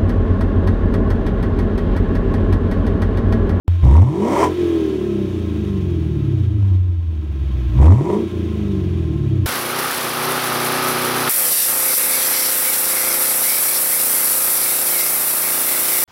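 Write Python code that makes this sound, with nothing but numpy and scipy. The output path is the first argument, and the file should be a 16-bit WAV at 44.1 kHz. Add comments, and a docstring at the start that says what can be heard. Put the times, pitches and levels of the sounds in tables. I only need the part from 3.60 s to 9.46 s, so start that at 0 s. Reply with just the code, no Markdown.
"""A V8 engine with sporty mufflers, heard from just beside its twin tailpipes.
The sound opens abruptly with a click and a fading low boom.
The engine revs up, burbles down to idle, is revved once more and slows again.
Its firings make a stack of tones that slide through the pipes' resonances (pitches they boost).
Churning gas rasps, valves clatter, the exhaust pops, and the overloaded microphone crackles."""
import sys
import numpy as np
from scipy import signal
from scipy.io import wavfile
from scipy.ndimage import uniform_filter1d, map_coordinates

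SR = 44100
rng = np.random.default_rng(int(sys.argv[2]) if len(sys.argv) > 2 else 0)


def generate_wav(sig):
    """Save sig (samples, or channels by samples) to the path in sys.argv[1] as 16-bit PCM at SR."""
    pcm = np.round(np.clip(np.atleast_2d(sig).T, -1, 1) * 32767).astype(np.int16)
    wavfile.write(sys.argv[1], SR, pcm)


N = 258426
TIME = np.arange(N) / SR
CYLINDERS = 8  # each fires once per engine cycle


# The engine's tones; order 8 is the firing tone: (order [vibrations per engine cycle], level [dB])
ENGINE_TONES = [(1, 17), (2, -4.5), (3, -8.5), (4, -8.5), (5, -35), (6, -5), (7, -12), (8, -1.5), (9, -22),
                (10, -12), (11, -16), (12, -17), (13, -25.5), (14, -18), (15, -35.5), (16, -13.5),
                (17, -43.5), (18, -15), (19, -32), (20, -16), (21, -35), (22, -31.5), (23, -21.5),
                (24, -38)]
# How much the pipes and mufflers let through: (frequency [Hz], level [dB])
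PIPE_FILTER = [(25, -74.5), (55, -32), (88, -8.5), (112, -17), (135, -15.5), (172, -24), (200, -11.5),
               (240, -22.5), (275, -27), (320, -5), (390, -4), (450, -18), (520, -29), (575, -20),
               (700, -34.5)]

def exhaust(cycles, firing_hz, tone_db, lope_db, tilt_db, smear=0.17, scatter=0.18):
    """Even firings make every eighth tone; unequal cylinders add the rest, a lumpy beat called lope."""
    levels = [db for _, db in ENGINE_TONES]
    flow = np.zeros(N)
    for order in range(1, 49):
        hz = order * firing_hz / CYLINDERS
        db = levels[min(order, len(levels)) - 1] - 0.2 * max(order - len(levels), 0)
        db += tilt_db * np.log2(np.clip(hz, 70, 600) / 150)
        db += tone_db if order % CYLINDERS == 0 else lope_db
        # low tones are steady; high ones blur as the pulses vary from cycle to cycle
        blur = min((order / 12) ** 2, 4)
        db += min(blur, 1) * wander(20)
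        # high tones arrive later, spreading each burble over the cycle
        lag = smear * order ** 2 + scatter * blur * wander(30)
        flow += amp(db) * np.cos(2 * np.pi * order * cycles - lag)
    low_cut = signal.butter(6, 47, "high", fs=SR, output="sos")
    flow = signal.sosfilt(low_cut, flow * fade_in(0.205, 0.03))
    return colour(flow, PIPE_FILTER + [(1300, -43.0), (2500, -66.5)])


# Standing waves, the pipe's own notes: (pitch [Hz], width [Hz], level [dB])
PIPE_NOTES = [(201.4, 30.7, 3.5), (315.3, 54.7, 5.5), (396, 24, -9.5), (579, 103, -18.5)]

def uneven_firings(cycles, lope_db, tone_db):
    """No two firings burn alike: the random part of each pulse keeps the pipe ringing."""
    effort_db = 20 * np.log10(amp(lope_db) + amp(tone_db))
    speed_db = 12 * np.log10(np.gradient(cycles) * SR / 20)
    gas = rng.standard_normal(N) * puffs(cycles, depth=0.62, lope=0.15)
    waves = sum(amp(db) * ring(ring(gas, hz, width), hz, width) for hz, width, db in PIPE_NOTES)
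    return unit(waves) * amp(-31 + 0.6 * effort_db + speed_db) * fade_in(0.045, 0.28)


# Notes that the gas rings in the tailpipes: (pitch [Hz], width [Hz], level against the gas [dB])
TAILPIPE_NOTES = [(373, 37, 5), (577, 10, -9.5), (942, 61, 9.5), (963, 23, -0.5), (1095, 18, -1.5)]
# Churning gas when the pipes blow hard: (frequency [Hz], level [dB])
RASP_SPECTRUM = [(100, -15.5), (300, 1), (580, 7), (780, 2.5), (900, -3), (1000, 2), (1120, -3.5),
                 (1350, -15), (2150, -9), (3600, -40), (5800, -28.5), (9500, -29), (11000, -47),
                 (16000, -48.5)]
# Hiss of the fast exhaust jet: (frequency [Hz], level [dB])
JET_SPECTRUM = [(600, -32), (1400, 7.5), (2200, 6.5), (2700, -6), (3100, -2), (3600, -17), (4900, -14.5),
                (5800, -8), (6600, -18), (9300, -18.5), (11000, -20.5), (16000, -28.5)]

def rasp(cycles, firing_hz, gain, jitter=0.14):
    """Sharp pulses, each a little early or late, and puffs of churning gas bark through the tailpipes."""
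    firings = clicks(CYLINDERS * cycles + jitter * wander(150))
    pulses = unit(firings * (1 + 0.5 * rng.standard_normal(N)))
    # at low revs the firings stand apart and crackle
    apart = np.minimum(88 / firing_hz, 1) ** 2
    gas = rng.standard_normal(N) * puffs(cycles, depth=0.1 + 0.53 * apart, lope=0.058)
    gas += amp(-6 + 8 * apart) * pulses
    gas /= np.sqrt(uniform_filter1d(gas ** 2, size=4096))  # even out the loudness
    bark = unit(colour(add_ringing(gas, TAILPIPE_NOTES), RASP_SPECTRUM))
    # the faster the engine turns, the more the jet hisses
    jet = unit(colour(gas, JET_SPECTRUM)) * amp(-12 + 18 * np.log10(firing_hz / 330))
    return (bark + jet) * gain * amp(-0.5 - 0.15 * wander(70))


# The opening click and boom, exhaust pops, and crackles of the overloaded microphone as each rev begins:
# (time [s], level [dB], pitch [Hz], time to fade by 60 dB [s], crack against the note [dB])
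POPS_AND_CRACKLES = [(0.08, -7, 87.1, 1, -8), (0.2314, -2.5, 85.7, 0.27, -28),
                     (0.251, -26, 378, 0.034, 2.5), (0.351, -13.5, 954, 0.076, -14),
                     (0.425, -23, 894, 0.065, -9), (0.830, -5.5, 998, 0.13, -19),
                     (4.225, -29, 1080, 0.017, 0), (4.264, -21, 1010, .03, -6),
                     (4.410, -10, 369.7, 0.048, -29), (4.502, -9.5, 365, 0.11, -36)]

def pops_and_crackles(crack_s=0.0012):
    """Each is a sharp crack of noise with one fading note."""
    out = np.zeros(N)
    for start, db, hz, fade_s, crack_db in POPS_AND_CRACKLES:
        age = np.maximum(TIME - start, 0)
        noise = unit(colour(rng.standard_normal(N), [(400, 4.0), (1500, -5.5), (10000, -44.5)]))
        crack = amp(crack_db) * noise * np.exp(-age / crack_s)
        note = np.sin(2 * np.pi * hz * age) * amp(-60 * age / fade_s)
        out += amp(db) * (TIME > start) * (note + crack)
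    return out


# Ticking valves and rushing air: (frequency [Hz], level [dB])
CLATTER_SPECTRUM = [(150, -21), (400, -1), (650, 1), (850, -3.5), (1080, -1), (1200, -8.5), (1320, -2),
                    (1920, -6), (2320, -3), (3800, -7.5), (4900, -18), (5400, -17), (6700, -21.5),
                    (7600, -28), (9600, -26.5), (10600, -32), (15700, -32)]
# Ringing steel pipe tips and shields: (pitch [Hz], width [Hz], level against the clatter [dB])
STEEL_NOTES = [(1057, 5.7, 12.5), (1138, 14, 4), (1277, 41, 1.5), (1622, 46, 1.5), (2750, 3.9, -8.5),
               (5350, 10, -3.5)]

def clatter(cycles, level_db, treble_db, valves=32, fade_s=0.094):
    """Valves tick at the same points in every cycle over a rush of air; thin steel rings along."""
    valve = np.floor(valves * cycles).astype(int) % valves
    ticks = clicks(valves * cycles + 0.4 * np.sin(2 * np.pi * 3 * cycles))
    ticks *= rng.standard_normal(valves)[valve]  # each valve has its own strength
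    casing = noise_tail(2048, fade_s)
    ticks = unit(signal.oaconvolve(ticks / np.sqrt(np.gradient(cycles)), casing)[:N])
    air = rng.standard_normal(N) * puffs(cycles, depth=0.05, lope=0.069)
    rattle = colour(air + amp(-4) * ticks, CLATTER_SPECTRUM)
    rattle = unit(add_ringing(rattle, STEEL_NOTES))
    treble = signal.sosfiltfilt(signal.butter(2, 6000, "high", fs=SR, output="sos"), rattle)
    rattle = rattle - treble + treble * amp(treble_db)
    return rattle * amp(level_db - 2 + 0.52 * wander(50)) * fade_in(0.0756, 0.0028)


def underbody(sound, echo_db=-11, fade_s=0.091):
    """Quick echoes bounce between the road and the floor of the car."""
    tail = noise_tail(4096, fade_s)
    return sound + amp(echo_db) * signal.oaconvolve(sound, tail / np.linalg.norm(tail))[:N]


def thin_hiss(hz=12250, width=800):
    """A faint, airy hiss swells just before the second rev."""
    level_db, = look_up([(3.3, -105), (3.65, -75), (4.0, -75), (4.2, -70), (4.4, -105)], TIME)
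    hiss = unit(ring(ring(rng.standard_normal(N), hz, width), hz, width))
    return hiss * amp(level_db + 2 * wander(25)) * fade_in(0.08, 0.017)


def puffs(cycles, depth, lope):
    """Gas leaves in a puff at every firing, stronger once a cycle."""
    return unit(np.exp(depth * np.cos(2 * np.pi * CYLINDERS * cycles) + lope * np.cos(2 * np.pi * cycles)))


def amp(db):
    """Turns decibels into a gain to multiply by."""
    return 10 ** (db / 20)


def unit(x):
    """Scales a signal to an average strength (rms) of 1."""
    return x / np.sqrt(np.mean(x ** 2) + 1e-20)


def look_up(rows, at):
    """Reads a table between its rows, using the first column as the key."""
    keys, *columns = np.transpose(rows)
    return np.array([np.interp(at, keys, column) for column in columns])


def colour(x, spectrum, size=8192):
    """Filters a sound to the given spectrum, so that its peaks ring after each pulse."""
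    hz, db = np.transpose(spectrum)
    bins_hz = abs(np.fft.fftfreq(size, 1 / SR))
    log_gain = np.log(amp(np.interp(np.log(bins_hz + 1), np.log(hz + 1), db)))
    response = np.fft.ifft(np.exp(np.conj(signal.hilbert(log_gain)))).real
    return signal.oaconvolve(x, response[:size // 2])[:N]


def wander(hz):
    """A smooth random wobble that changes about hz times a second."""
    steps = rng.standard_normal(4096)
    return unit(map_coordinates(steps, [TIME[::32] * hz], order=2, mode="wrap")).repeat(32)[:N]


def ring(x, hz, width):
    """One resonance: the smaller its width, the longer it rings."""
    decay = np.exp(-np.pi * width / SR)
    return 2 * signal.lfilter([1 - decay], [1, -decay * np.exp(2j * np.pi * hz / SR)], x).real


def add_ringing(x, notes):
    """A sound plus the notes it sets ringing."""
    return x + sum(amp(db) * ring(x, hz, width) for hz, width, db in notes)


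def noise_tail(samples, fade_s):
    """A burst of noise that falls by 60 dB every fade_s seconds."""
    return rng.standard_normal(samples) * amp(-60 * TIME[:samples] / fade_s)


def fade_in(start, length):
    """A ramp from 0 to 1, timed in seconds."""
    return np.clip((TIME - start) / length, 0, 1)


def clicks(count):
    """One click each time the count passes a whole number."""
    return np.diff(np.floor(count), prepend=0.)


# The first rev, the idle valve catching the falling revs, then the second rev:
# (opens at [s], opening time [s], shuts at [s], closing time [s], load [0-1])
THROTTLE_MOVES = [(.212, 0.026, .84, 0.11, 0.94), (2.96, 0.065, 3.16, 0.022, 0.32),
                  (4.109, 0.097, 4.54, 0.15, 1)]

def throttle(lull_s=0.027, surge_after_s=0.08, surge_s=0.033):
    """Sets the load (how hard the engine works); after a hard pull the pipes dip, then surge a little."""
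    load, lift_db = np.zeros(N), np.zeros(N)
    for opens, opening, shuts, closing, amount in THROTTLE_MOVES:
        load += amount * (fade_in(opens, opening) - fade_in(shuts, closing))
        age = TIME - shuts - closing
        lull = np.exp(-(age / lull_s) ** 2)
        surge = np.exp(-((age - surge_after_s) / surge_s) ** 2)
        lift_db += max(2 * amount - 1, 0) * (surge - 9.5 * lull)
    return load, lift_db


# How fast the engine runs: (time [s], firing rate [Hz])
ENGINE_SPEED = [(.24, 59.1), (.32, 70.54), (.4, 94.3), (.5, 145.4), (.64, 221.1), (.84, 346.7),
                (.92, 359.2), (1.03, 348.8), (1.3, 307.1), (1.8, 231), (2.4, 163.9), (3.08, 94.13),
                (3.3, 88.4), (3.7, 70.83), (4.14, 57.45), (4.21, 67.3), (4.32, 100), (4.52, 198.6),
                (4.66, 243.6), (5.25, 181.1), (5.86, 115.9)]
# Its sound with the throttle shut; more tilt means sharper, brighter pulses:
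# (firing rate [Hz], firing tone [dB], lope [dB], tilt [dB per octave], clatter [dB])
THROTTLE_SHUT = [(62.08, 2.5, -8.5, -9, -43.5), (72, -5, -10.5, -5, -49), (83.34, -15, -16.5, -12.5, -51.5),
                 (103.23, -2.5, -16.5, -12, -49), (120.01, -0.5, -2, -5, -45),
                 (162.34, -0.5, -5, -8.5, -44), (207.4, -4, -3.5, -4.5, -41.5), (271.06, -15, -5, 1, -41),
                 (333.5, -13.5, -8.5, 4.5, -37)]
# Its sound under full load:
# (firing rate [Hz], firing tone [dB], lope [dB], tilt [dB per octave], clatter [dB], rasp [dB])
THROTTLE_OPEN = [(60.5, 23, 15.5, -2.5, -39.5, -24), (77.1, 16.5, -4.5, 1, -39, -20.5),
                 (100, 11.5, -6, 1.5, -41, -23), (126.4, 7, -14.5, -3, -47.5, -31.5),
                 (195, -7, -5.5, 4.5, -42, -28.5), (225, -2.5, -9, 9.5, -41, -22.5),
                 (279, 5, -8.5, 2.5, -37, -16.5), (352, -39, -4, 7.5, -37, -10.5)]

def scene(speed_wobble=0.002, rasp_shut_db=-39):
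    """One turning engine drives the pipes, rasp and valves; speed and load set how each sounds."""
    firing_hz, = look_up(ENGINE_SPEED, TIME)
    load, lift_db = throttle()
    coasting = look_up(THROTTLE_SHUT, firing_hz)
    *pulling, rasp_db = look_up(THROTTLE_OPEN, firing_hz)
    tone_db, lope_db, tilt_db, clatter_db = (1 - load) * coasting + load * np.array(pulling)
    tone_db, lope_db = tone_db + lift_db, lope_db + lift_db
    cycles = np.cumsum(firing_hz * (1 + speed_wobble * wander(25))) / CYLINDERS / SR  # cycles so far
    pipes = exhaust(cycles, firing_hz, tone_db, lope_db, tilt_db)
    pipes += uneven_firings(cycles, lope_db, tone_db)
    rasp_gain = amp(rasp_db + rasp_shut_db * (1 - load)) * fade_in(0.22, 0.02)
    gas = rasp(cycles, firing_hz, rasp_gain)
    treble_db = 4.5 + 0.5 * load + 1.2 * np.log2(firing_hz / 150)  # brighter with load and revs
    valves = clatter(cycles, clatter_db, treble_db)
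    return (pipes + gas + underbody(valves) + thin_hiss() + pops_and_crackles())[None]


def record(dry):
    """The overloaded microphone flattens the loudest swings; the very highest treble is cut."""
    ceiling, knee, cutoff_hz = 0.72, 3.5, 15800
    squashed = dry / (1 + abs(dry / ceiling) ** knee) ** (1 / knee)
    high_cut = signal.firwin(511, cutoff_hz, window=("kaiser", 9), fs=SR)
    return signal.oaconvolve(squashed, high_cut[None], "same")


dry = scene()
out = record(dry)
generate_wav(out)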